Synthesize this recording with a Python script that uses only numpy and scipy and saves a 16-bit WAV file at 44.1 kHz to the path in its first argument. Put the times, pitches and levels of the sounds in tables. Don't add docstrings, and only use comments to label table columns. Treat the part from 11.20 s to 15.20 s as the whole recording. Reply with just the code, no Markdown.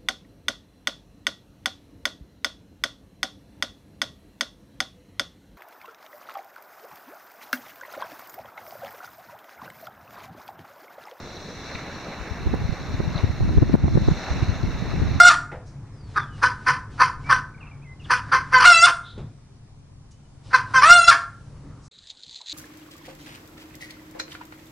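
import sys
import numpy as np
from scipy import signal
from scipy.fft import rfft, irfft
from scipy.io import wavfile
from scipy.ndimage import uniform_filter1d

SR = 44100
rng = np.random.default_rng(int(sys.argv[2]) if len(sys.argv) > 2 else 0)


def output_pcm(signal):
    pcm = np.clip(np.atleast_2d(signal).T, -1, 1) * 32767
    wavfile.write(sys.argv[1], SR, np.round(pcm).astype(np.int16))


N = 176400


def amp(db):
    return 10 ** (np.asarray(db) / 20)


def evened(x):
    return x / np.sqrt(np.mean(x ** 2) + 1e-20)


def smoothed(x, first, second, axes=(-1, -1)):
    return uniform_filter1d(uniform_filter1d(x, first, axis=axes[0]), second, axis=axes[1])


def read(points, hz):
    f, value = np.transpose(points)
    return np.interp(np.log(hz + 1), np.log(f + 1), value)


def curve(points, axis=1):
    return np.interp(np.arange(N) / SR, np.transpose(points)[0], np.transpose(points)[axis])


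def add(mix, s, sound):
    part = mix[max(round(s * SR), 0):][:len(sound)]
    part += sound[:len(part)]


def coloured(points):
    gain = amp(read(points, np.fft.rfftfreq(N, 1 / SR)))
    return evened(irfft(rfft(rng.standard_normal((2, N))) * gain, N))


def wash():
    patchy_db, flicker_db = 1.23, 0.83
    frames = N // 128 + 5
    real, imaginary, patches = rng.standard_normal((frames, 514, 3)).T.reshape(3, 2, 257, frames)
    patches = evened(smoothed(patches[0], 6, 16, axes=(0, 1)))
    flicker = evened(uniform_filter1d(rng.standard_normal(frames), size=3))
    spectrum = (real + 1j * imaginary) * amp(patchy_db * patches + flicker_db * flicker)
    return evened(signal.istft(spectrum, nperseg=512, noverlap=384)[1][:, :N])


def bubbles():
    per_s, spread_db, ring_cycles = 4000, 7, 5.3
    strength = amp(spread_db * np.minimum(rng.exponential(1, (2, N)), 3))
    strength = strength * (rng.random((2, N)) < per_s / SR)
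    pitches = np.geomspace(150, 8000, 30)
    kind = rng.integers(0, len(pitches), (2, N))
    out = np.zeros((2, N))
    for k, hz in enumerate(pitches):
        turns = np.arange(int(3 * ring_cycles * SR / hz)) * hz / SR
        envelope = np.exp(-2 * turns / ring_cycles) * np.minimum(turns, 1)
        blip = np.sin(2 * np.pi * turns * (1 + 0.0091 * turns)) * envelope
        out += signal.oaconvolve(strength * (kind == k), hz * blip[None], axes=1)[:, :N]
    return evened(out)


def pool():
    # time in seconds,
    # body level in dB (of its part from 1800 to 3200 Hz), spray level in dB.
    surge = [(0, -52, -48.5), (.25, -52, -47.5), (.43, -49, -45.5), (.56, -45.5, -44.5), (.62, -46.5, -48),
             (1, -46, -47.5), (1.34, -47.5, -50), (1.6, -47.5, -47.5), (1.9, -46.5, -48), (2.0, -42, -46),
             (2.11, -50, -49.5), (2.63, -45, -47), (2.75, -47, -45.5), (2.95, -44, -43), (3.11, -41, -42),
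             (3.35, -46, -46.5), (4, -45.5, -46.5)]
    # frequency in Hz, relative density in dB per Hz.
    pool_colour = [(30, -6), (70, -0.5), (150, -0.5), (400, -5), (750, -7), (900, -9), (2250, -11.5),
                   (2700, -13.5), (2900, -22.5), (3300, -18), (4050, -9), (4300, -13), (4700, -26),
                   (5300, -18), (5900, -17), (6600, -25.5), (8500, -43), (11000, -57)]
    # centre in Hz, width in Hz, gain at the centre in dB.
    notches = [(2480, 110, -9), (3200, 110, -19), (5000, 60, -8)]
    # frequency in Hz, left-right correlation from 0 to 1.
    likeness = [(60, 0.96), (500, 0.98), (1800, 0.94), (2740, 0.73), (6400, 0.63)]
    # frequency in Hz, left over right in dB.
    balance = [(1800, 0), (2740, -4.5), (4190, 3.5), (6400, -3)]
    bubbles_db = -11.5
    low_hz, spray_hz = 524, 3200
    low_follows = 0.22

    hz = np.fft.rfftfreq(N, 1 / SR)
    one, other = rfft(wash() + amp(bubbles_db) * bubbles())
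    same = np.clip(read(likeness, hz), 0, 1)
    common = np.sqrt((1 + same) / 2) * one
    apart = np.sqrt((1 - same) / 2) * other
    colour_db = read(pool_colour, hz)
    for centre, width, db in notches:
        colour_db = colour_db + db / (1 + (2 * (hz - centre) / width) ** 2)
    port_db = colour_db + np.outer([.5, -.5], read(balance, hz))
    spectrum = np.array([common + apart, common - apart]) * amp(port_db)

    low = 1 / (1 + (hz / low_hz) ** 2)
    high = hz > spray_hz
    body_spectrum = spectrum * (1 - low) * ~high
    deep = irfft(spectrum * low, N)
    body = irfft(body_spectrum, N)
    spray = evened(irfft(spectrum * high, N))
    gain = 1 / np.std(irfft(body_spectrum * (hz > 1800), N))

    body_db, spray_db = curve(surge), curve(surge, axis=2)
    deep_db = body_db.mean() + low_follows * (body_db - body_db.mean())
    return gain * (amp(deep_db) * deep + amp(body_db) * body) + amp(spray_db) * spray


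def drops():
    # start in seconds, peak level in dB before the onset ramp, pitch in Hz.
    drop_rows = [(0.167, -33.5, 3930), (0.498, -32, 2060), (0.548, -33, 3900), (0.552, -26, 2250),
                 (1.957, -29, 4070), (1.9765, -29, 3880)]
    ring_s, rise_s = 0.05, 0.0021
    t = np.arange(2000) / SR
    out = np.zeros(N)
    for s, db, hz in drop_rows:
        wobble = 0.85 * evened(smoothed(rng.standard_normal(len(t)), 40, 40))
        envelope = amp(db - 60 * t / ring_s) * np.minimum(t / rise_s, 1)
        add(out, s, envelope * np.sin(2 * np.pi * hz * t + wobble))
    return out


def wind():
    # time in seconds, level in dB.
    push = [(0, -56), (1.1, -51), (1.22, -32.5), (1.4, -22), (1.52, -37), (1.57, -41), (1.7, -29.5),
            (2.16, -30.5), (2.25, -21), (2.44, -23.5), (2.58, -17), (2.94, -23.5), (3.02, -40), (3.14, -29),
            (3.5, -26.5), (3.69, -30.5), (3.8, -20.5), (4, -27.5)]
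    # centre in seconds, level in dB,
    # pitch in Hz, level of the sharp edge in dB relative to the thump.
    bump_rows = [
        [(.557, -28.5, 100, -17), (1.017, -27.5, 59.4, -27), (1.119, -20.5, 74.5, -33), (1.274, -16, 94, -10),
         (1.314, -20, 75, -31), (1.452, -16.5, 81.6, -22), (1.745, -18, 112, -18), (1.8, -21, 113, -16),
         (1.88, -13.5, 124, -27), (1.958, -15.5, 121, -19), (2.042, -7.5, 99.6, -13.5), (2.218, -16, 101, -16),
         (2.257, -15.5, 70.8, -39), (2.293, -15.5, 95.4, -8), (2.384, -3.5, 93.8, -9.5),
         (2.425, -7, 99.2, -2.5), (2.495, -17, 112, -12), (2.543, -1.5, 158, -5), (2.644, -13.5, 82.6, -22),
         (2.682, -16.5, 74, -14), (2.748, -17, 89, -7), (2.775, -5, 120.3, -2), (2.886, -9, 109.6, -6.5),
         (2.912, -13, 122, -15), (3.123, -17.5, 53.3, -22), (3.227, -17, 63, -14), (3.297, -10.5, 99, -26),
         (3.437, -13.5, 103.6, -10), (3.741, -14.5, 98.7, -8), (3.826, -18, 160, -12), (3.945, -21, 140, -19)],
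        [(1.268, -13, 79.4, -27), (1.342, -17, 198, 2), (1.497, -13.5, 143, -32), (1.527, -16.5, 123.5, -16),
         (1.804, -15, 156, -3.5), (2.055, -16, 98, -28), (2.105, -14, 85.5, -31), (2.207, -16, 119.5, -8),
         (2.23, -12.5, 94.3, -19), (2.309, -13.5, 82.6, -17), (2.376, -6, 106, -12), (2.431, -4, 133.5, -9),
         (2.498, -15, 122, -7), (2.553, -8, 225, 3.5), (2.643, -6, 170.6, -7.5), (2.656, -7, 95.6, -9),
         (2.682, -17.5, 110.8, 2), (2.757, -4, 163, -12.5), (2.78, -5, 172, -13.5), (2.883, -7.5, 112, -13.5),
         (2.919, -10, 140, -21), (3.113, -15.5, 71.6, -23), (3.229, -10, 111, -13.5), (3.288, -18, 102, -25),
         (3.628, -17, 156, -18), (3.801, -16, 104.5, -12), (3.916, -15, 94.6, -17), (3.963, -13.5, 89, -37)],
    ]
    # frequency in Hz, relative density in dB per Hz.
    thump_colour = [(15, -24), (32, 3.5), (70, 2), (130, -0.5), (220, -5.5), (350, -14), (1000, -71)]
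    snap_colour = [(130, -10.5), (270, 7), (500, -7), (1000, -19), (2000, -32), (4000, -76)]
    bump_cycles, bump_rough = 2.5, .45
    snap_s, snap_rough = 0.005, 1
    lumps_db, lump_s = 3, 0.02

    thump, snap = coloured(thump_colour), coloured(snap_colour)
    out = np.zeros((2, N))
    kink = np.fft.fftshift(irfft(1j * amp(read(snap_colour, np.fft.rfftfreq(4096, 1 / SR)))))
    kink = kink / kink.max() * 2
    kink_t = (np.arange(4096) - 2048) / SR
    rows = [(port, *row) for port, table in enumerate(bump_rows) for row in table]
    for (port, s, db, hz, edge_db), start in zip(rows, rng.random(len(rows))):
        t = np.arange(-bump_cycles / hz / 2, bump_cycles / hz / 2, 1 / SR)
        first = int(s * SR * .9)
        at = 1 - port, slice(first, first + len(t))
        shape = np.cos(np.pi * t * hz / bump_cycles) ** 2
        edge = np.exp(-(t / snap_s) ** 2)
        swing = np.sqrt(2) * np.cos(2 * np.pi * (hz * t + start)) + bump_rough * thump[at]
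        body = shape * swing
        crack = edge * (np.sign(start - .5) * np.interp(t, kink_t, kink) + snap_rough * snap[at])
        body = body * np.linalg.norm(shape) / np.linalg.norm(body)
        crack = crack * np.linalg.norm(edge) / np.linalg.norm(crack)
        add(out[port], s + t[0], amp(db) * (body + amp(edge_db) * crack))
    width = int(lump_s * SR)
    lumps = evened(smoothed(rng.standard_normal((2, N)), width, width))
    rumble = evened(amp(lumps_db * np.minimum(lumps, 2)) * thump[:, ::-1])
    return out + amp(curve(push)) * rumble


def scene():
    return pool() + drops() + wind()


def record(dry):
    # frequency in Hz, relative density in dB per Hz.
    hiss_colour = [(9000, -9.5), (15000, -11.5)]
    hiss_db = -64
    limit_db, limit_share, recover_db_per_s = -1.5, 1, 27.5
    speed = 1 / (.006 * SR)
    edge_hz = 15780

    x = dry + amp(hiss_db) * coloured(hiss_colour)
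    fall = np.arange(N) * recover_db_per_s / SR
    level_db = 20 * np.log10(abs(x).max(0) + 1e-9)
    held_db = np.maximum.accumulate(level_db + fall) - fall
    over_db = np.maximum(held_db - limit_db, 0)
    x = x / amp(limit_share * signal.lfilter([speed], [1, speed - 1], over_db))
    rounded = x / (1 + abs(x) ** 6) ** (1 / 6)
    lowpass = signal.firwin(1023, edge_hz, window=("kaiser", 9), fs=SR)
    return signal.oaconvolve(rounded, lowpass[None], "same")


dry = scene()
out = record(dry)
output_pcm(out)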